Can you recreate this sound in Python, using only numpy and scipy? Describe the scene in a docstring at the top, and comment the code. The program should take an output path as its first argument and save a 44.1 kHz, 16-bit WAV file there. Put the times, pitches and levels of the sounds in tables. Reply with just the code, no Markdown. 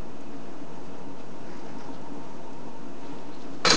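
"""An appliance drones, hums and softly bumps in a small kitchen while a cat paws at a toaster, claws ticking.
The catch lets go with a clack, the spring twangs downwards, the carriage rattles up its guides
and slams into the top stop; the steel case rings and knocks on the worktop.
Drone, fur and claws are shaped noise, the hum and spring are gliding sines,
and the metal is built from decaying sine modes and bursts of coloured noise."""
import sys
import numpy as np
from scipy import signal
from scipy.fft import rfft, irfft, next_fast_len
from scipy.io import wavfile

SR = 44100
rng = np.random.default_rng(int(sys.argv[2]) if len(sys.argv) > 2 else 0)


def master(y):
    """Save y as 16-bit WAV."""
    cut = np.clip(np.atleast_2d(y).T, -1, 1)
    pcm = np.round(cut * 32767)  # scale
    wavfile.write(sys.argv[1], SR, pcm.astype(np.int16))


N = 165816
TIME = np.arange(N) / SR
CONTACT_RISE_S = 0.0013  # attack shared by most of the metal parts


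def from_db(db):
    """Decibels to gain."""
    return 10 ** (np.asarray(db) / 20)


def rms_one(x):
    """Scale to an rms of one."""
    return x / np.sqrt(np.mean(x ** 2) + 1e-20)


def noise(gain_at):
    """Noise of rms one whose gain is a function of frequency."""
    size = next_fast_len(N)
    hz = np.maximum(np.arange(size // 2 + 1) * SR / size, 1)
    spectrum = rfft(rng.standard_normal(size)) * gain_at(hz)
    return rms_one(irfft(spectrum, size)[:N])


def coloured(points):
    """Noise of rms one whose spectrum runs through (f/Hz, level/dB) points on a log frequency axis."""
    at, db = np.transpose(points)
    return noise(lambda hz: from_db(np.interp(np.log(hz), np.log(at), db)))


def octave_band(centre, spread):
    """Noise of rms one in a bell-shaped band, its spread in octaves."""
    return noise(lambda hz: np.exp(-.5 * (np.log2(hz / centre) / spread) ** 2))


def resonances(rows):
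    """Noise through narrow resonances: unsteady tones."""
    out = np.zeros(N)
    for centre, width, db in rows:
        out += from_db(db) * noise(lambda hz: 1 / (1 + ((hz - centre) / width * 2) ** 2))
    return out


def drift(rate):
    """Slow random movement of rms one, fading out above the rate in Hz."""
    return noise(lambda hz: 1 / (1 + (hz / rate) ** 2))


def swell(middle, length):
    """Smooth bell-shaped envelope with a peak of one."""
    return np.exp(-2 * ((TIME - middle) / length) ** 2)


def swells(rows):
    """Sum of smooth swells from rows of (middle t/s, length/s, level/dB)."""
    return sum(from_db(db) * swell(middle, length) for middle, length, db in rows)


def blow(start, rise, t60):
    """Envelope of a quick rise and an exponential decay."""
    age = np.maximum(TIME - start, 0)
    return (1 - np.exp(-age / rise)) * from_db(-60 * age / t60)


def struck(modes, start, db, rise, scatter_db):
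    """One blow sets every mode ringing as a decaying sine, each with a random strength of its own."""
    out = np.zeros(N)
    first = min(int(start * SR), N - 1)
    age = TIME[:N - first]
    for hz, level_db, t60 in modes:
        strength_db = db + level_db + scatter_db * rng.standard_normal()
        out[first:] += from_db(strength_db - 60 * age / t60) * np.sin(2 * np.pi * hz * age)
    out[first:] *= 1 - np.exp(-age / rise)
    return out


def drone():
    """Air noise, with the unsteady tones, swelling whine and fading high singing of a running appliance."""
    # steady air noise of the kitchen: (f/Hz, relative density/dB per Hz)
    air = [(25, -14), (45, -33), (80, -20.5), (140, -5.5), (280, -4), (480, -8.5), (750, -13.5),
           (1050, -15.5), (1400, -19), (2000, -26.5), (3800, -31), (6400, -33), (8100, -41.5), (9300, -55),
           (10200, -74)]
    # movement of the air noise: (t/s, level/dB)
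    air_level = [(0, -0.35), (2.35, .5), (2.7, -0.5), (3.6, 0.3)]
    # low resonances of the drone: (f/Hz, width/Hz, rms level/dB)
    drone_tones = [(173.6, 11, -59.5), (230.8, 7.1, -55), (277.4, 24, -51), (345.4, 19, -55),
                   (462.3, 24, -56.5), (649, 12, -60.5), (685.8, 18, -58)]
    # the appliance's whine before its swelling: (f/Hz, width/Hz, rms level/dB)
    whine_tones = [(819.7, 15, -60.5), (916.7, 35, -56), (975, 40, -62.5)]
    # swelling of the whine: (t/s, level/dB)
    whine_level = [(0, -4), (.7, -1.5), (1.5, 1.5), (2.05, 4), (2.75, 4), (2.9, -1.5), (3.15, 3.5),
                   (3.76, -6)]
    # thin high singing: (f/Hz, width/Hz, rms level at the start/dB)
    singing_tones = [(2458, 45, -72), (2590, 50, -69), (2858, 50, -72), (6350, 45, -76)]
    air_mean_db, air_waver_db, singing_fade_db_per_s = -44, .5, 0.5

    whine = from_db(np.interp(TIME, *np.transpose(whine_level))) * resonances(whine_tones)
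    singing = from_db(-singing_fade_db_per_s * TIME) * resonances(singing_tones)
    air_db = air_mean_db + np.interp(TIME, *np.transpose(air_level)) + air_waver_db * drift(rate=8.1)
    return resonances(drone_tones) + whine + singing + from_db(air_db) * coloured(air)


def bumps():
    """Soft, deep bumps: swells of low noise."""
    # bumps: (middle t/s, length/s, level/dB)
    bump_swells = [(.1, 0.046, -54), (.245, 0.035, -52), (.41, .03, -58), (.84, 0.17, -56.5),
                   (1.21, .025, -52), (1.55, .035, -53), (1.96, 0.18, -55)]
    return swells(bump_swells) * octave_band(centre=69, spread=0.81)


def hum():
    """The strongest note of the drone: a sine that wanders in pitch and surges now and then."""
    # surges of the hum: (middle t/s, length/s, peak level/dB)
    surges = [(.133, 0.032, -38.5), (.357, 0.047, -38), (.628, 0.026, -39.5), (1.083, 0.023, -38),
              (1.9, .04, -38), (2.14, 0.089, -38), (3.114, 0.032, -37.5), (3.289, 0.038, -39),
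              (3.52, 0.075, -40)]
    centre_hz, wander_hz = 279.3, 9.24
    hz = centre_hz + wander_hz * drift(rate=25.4)
    return swells(surges) * np.sin(2 * np.pi * np.cumsum(hz) / SR)


def claws():
    """Tiny dry ticks of claws on the toaster: short bursts of banded noise."""
    # claw ticks: (t/s, level/dB, centre f/Hz)
    ticks = [(.207, -54, 7500), (.839, -58, 7500), (1.318, -60, 7500), (1.408, -58, 7000),
             (1.477, -56, 3500), (1.569, -56, 6500), (1.647, -55, 4000), (1.782, -57, 6500),
             (1.847, -57, 4500), (1.934, -57, 3000), (2.011, -57, 6000), (2.131, -57, 7620),
             (2.531, -53, 6000), (3.058, -55, 2980), (3.109, -59, 2500), (3.13, -60, 6500),
             (3.185, -50.5, 3000), (3.345, -57, 5000), (3.418, -57, 4500), (3.547, -58, 4000)]
    rise_s, t60_s = .0005, .05
    out = np.zeros(N)
    for start, db, centre in ticks:
        out += from_db(db) * blow(start, rise_s, t60_s) * octave_band(centre, spread=0.65)
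    soften = signal.butter(8, 8000, fs=SR, output="sos")
    return signal.sosfilt(soften, out)


def cat():
    """Paw and fur brush the toaster: soft, grainy swells of friction noise."""
    # brushes: (middle t/s, length/s, level/dB, centre f/Hz, spread/octaves)
    brushes = [(.34, .03, -60, 2000, 0.43), (0.858, 0.03, -62, 5000, 0.69), (0.96, 0.032, -58, 1900, 0.62),
               (1.2, 0.044, -61, 3000, 0.69), (1.524, 0.1, -55, 1630, 0.48),
               (1.558, 0.14, -62.5, 5270, 0.26), (1.675, 0.07, -55.5, 1600, 0.56),
               (1.675, .045, -61, 5200, .2), (1.812, 0.064, -55.5, 1600, 0.64),
               (1.82, 0.066, -59.5, 5200, 0.22), (1.947, 0.027, -55.5, 3260, 0.47),
               (3.074, 0.12, -57, 2440, 0.87), (3.204, 0.045, -65, 4000, 0.64),
               (3.35, 0.036, -59, 4100, 0.092), (3.337, 0.21, -61.5, 2580, .6),
               (3.428, 0.053, -58, 4370, 0.53), (3.55, 0.094, -62.5, 3970, 0.75)]
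    grain_db = 2.5
    out = np.zeros(N)
    for middle, length, db, centre, spread in brushes:
        out += from_db(db) * octave_band(centre, spread) * swell(middle, length)
    grainy = out * from_db(grain_db * drift(rate=110))
    soften = signal.butter(8, 7500, fs=SR, output="sos")
    return signal.sosfilt(soften, grainy)


def guides(start, db, pitch):
    """Where the carriage touches decides which modes of the wires ring most, and detunes them a little."""
    # modes of the wire guides: (f/Hz, level/dB, t60/s)
    wire_modes = [(3330, -5.5, 0.093), (4090, -3, 0.061), (4030, -5.5, 0.17), (4110, -4, 0.26),
                  (4210, -11, 0.075), (4280, -3, 0.08), (4480, -9, 0.059), (4530, -4.5, 0.08),
                  (4630, -8, 0.057), (4750, -14, .09), (5470, -9.5, 0.089), (6180, -6.5, 0.1),
                  (6220, -12.5, .09), (6870, -10, 0.29), (7080, -20, 0.19)]
    focus_octaves, far_db, scatter_db = 0.15, -13.5, -2
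    detune = 0.0058  # share of a mode's pitch
    out = np.zeros(N)
    for hz, level_db, t60 in wire_modes:
        distance = np.log2(hz / pitch) / focus_octaves
        touched_db = level_db + far_db * (1 - np.exp(-distance ** 2))
        mode = (hz * (1 + detune * rng.standard_normal()), touched_db, t60)
        # the modes start slightly apart
        mode_start = start + CONTACT_RISE_S * rng.random()
        out += struck([mode], mode_start, db, CONTACT_RISE_S, scatter_db)
    return out


def clatter(hits, t60):
    """Envelope of overlapping (t/s, level/dB) blows, added by power as for unrelated noises."""
    power = sum((from_db(db) * blow(start, CONTACT_RISE_S, t60)) ** 2 for start, db in hits)
    return np.sqrt(power)


def carriage():
    """Every contact gives a hard snap, a clack of sheet steel, a bright crack and a ring of the wire guides."""
    # contacts of catch and carriage:
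    # (t/s, case clack level/dB, bright crack level/dB, guide ring level/dB, pitch that rings most f/Hz)
    contacts = [(3.6472, -29, -47, -46, 4000), (3.65, -14.5, -36, -18, 4590),
                (3.6639, -25, -24, -18.5, 4380), (3.6745, -19, -23.5, -17, 3800),
                (3.6935, -28, -20, -32, 4070), (3.7009, -29, -17, -22, 4240), (3.707, -21, -27, -40, 4100),
                (3.7211, -21.5, -22.5, -23.5, 4200), (3.7345, -26, -22.5, -20, 6200),
                (3.7444, -24.5, -30, -18, 3800)]
    # damped modes of the snap, relative to the clack: (f/Hz, level/dB, t60/s)
    snap_modes = [(1290, 2, 0.015), (1780, -3, 0.011), (2390, -2.5, 0.008)]
    # dense ring of the case: (f/Hz, relative density/dB per Hz)
    clack_colour = [(40, -18), (100, -9), (300, -10), (560, 2.5), (780, -4.5), (1030, 4.5), (1300, 2),
                    (1750, -0.5), (2050, -1), (2350, 2.5), (3100, -7.5), (4500, -2), (7000, -15),
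                    (10000, -39)]
    # dense ring of the crack: (f/Hz, relative density/dB per Hz)
    crack_colour = [(500, -7.5), (2000, -17), (3300, -6.5), (3700, -5.5), (4700, -3), (5550, -5),
                    (6100, -4), (6750, -5.5), (7600, -17.5), (8400, -20.5), (9100, -19), (9700, -32),
                    (10500, -50)]
    snap_rise_s, clack_t60_s, crack_t60_s = .0001, 0.088, 0.073

    snap = sum(struck(snap_modes, s, db, snap_rise_s, scatter_db=1.5) for s, db, _, _, _ in contacts)
    clack = clatter([(s, db) for s, db, _, _, _ in contacts], clack_t60_s) * coloured(clack_colour)
    crack = clatter([(s, db) for s, _, db, _, _ in contacts], crack_t60_s) * coloured(crack_colour)
    ring = sum(guides(s, db, pitch) for s, _, _, db, pitch in contacts)
    return snap + clack + crack + ring


def case():
    """The jolts rock the hollow case on its rubber feet, ring its panels and thud into the worktop."""
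    # knocks: (t/s, hollow knock level/dB, its pitch f/Hz, panel ring level/dB, worktop thud level/dB)
    knocks = [(3.6505, -11, 519, -25, -46), (3.6644, -12.5, 483, -26, -22.5), (3.676, -42, 490, -22, -30),
              (3.705, -27, 447, -22.5, -42), (3.7165, -12, 474, -44, -35), (3.7288, -21, 454, -30, -21),
              (3.7419, -19, 470, -30, -24)]
    # modes of the case's panels: (f/Hz, level/dB, t60/s)
    panel_modes = [(640.5, -7, 0.15), (1007, -4, 0.081), (1086, -6, 0.09), (1258, -5, 0.076),
                   (1294, -4, 0.059), (1730, -2, 0.051), (2340, -5, .1), (2440, -19, 0.068),
                   (3054, -11, 0.089)]
    # modes of the worktop: (f/Hz, level/dB, t60/s)
    worktop_modes = [(178.6, -4.5, 0.12), (260, -8.5, 0.16), (324, 1, 0.074)]
    knock_rise_s, hollow_t60_s = 0.0027, 0.045
    out = np.zeros(N)
    for start, hollow_db, hollow_hz, panel_db, thud_db in knocks:
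        hollow_mode = (hollow_hz, 0, hollow_t60_s)
        out += struck([hollow_mode], start, hollow_db, knock_rise_s, scatter_db=-1.0)
        out += struck(panel_modes, start, panel_db, CONTACT_RISE_S, scatter_db=0.5)
        out += struck(worktop_modes, start, thud_db, knock_rise_s, scatter_db=3.5)
    return out


def spring():
    """High waves run along the coil faster than low ones, so each jolt arrives as a falling chirp."""
    # twangs: (t/s, starting f/Hz, level/dB, glide time to half the pitch/s)
    twangs = [(3.652, 1950, -29.5, .15), (3.669, 1418, -22, 0.052), (3.683, 1846, -28, 0.046),
              (3.704, 1830, -19, .056)]
    t60_s, roughness = 0.12, .15
    out = np.zeros(N)
    for start, top_hz, db, glide in twangs:
        hz = top_hz / (1 + np.maximum(TIME - start, 0) / glide)
        chirp = np.sin(2 * np.pi * np.cumsum(hz) / SR)
        out += from_db(db) * blow(start, CONTACT_RISE_S, t60_s) * chirp
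    return out * (1 + roughness * drift(rate=310))


def top_stop():
    """The carriage slams home and the modes of the steel frame clink."""
    # modes of the frame: (f/Hz, level/dB, t60/s)
    frame_modes = [(3250, -17, 0.11), (3460, -18.5, 0.17), (4030, -13, 0.13), (4115, -14, 0.21),
                   (4670, 1, 0.041), (4800, -10, 0.027), (5300, -4, .035), (6100, -15, 0.067),
                   (6530, -9, .055), (6640, -15, .11)]
    return struck(frame_modes, start=3.7032, db=-10, rise=0.00071, scatter_db=-1.0)


def kitchen(x):
    """Dense reflections from tiles and cupboards: a decaying noise tail of unit energy."""
    delay_s, t60_s = 0.0136, 0.13
    tail = (rng.standard_normal(N) * blow(delay_s, CONTACT_RISE_S, t60_s))[:SR // 2]
    return signal.fftconvolve(x, tail / np.sqrt(np.sum(tail ** 2)))[:N]


def scene():
    """The toaster and its reflections over the drone and the cat."""
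    room_db = -11
    toaster = carriage() + top_stop() + case() + spring()
    background = drone() + hum() + bumps() + cat() + claws()
    return (toaster + from_db(room_db) * kitchen(toaster) + background)[None]


def record(dry):
    """The loudest peaks are rounded, the top is cut, and the signal rides on a constant bias."""
    ceiling, bias, cutoff_hz = .85, -0.059, 10200
    rounded = ceiling * np.tanh(dry / ceiling)
    # the stopband, 60 dB down, starts just above the cutoff
    top_cut = signal.cheby2(14, 60, cutoff_hz * 1.08, fs=SR, output="sos")
    return bias + signal.sosfilt(top_cut, rounded)


dry = scene()
out = record(dry)
master(out)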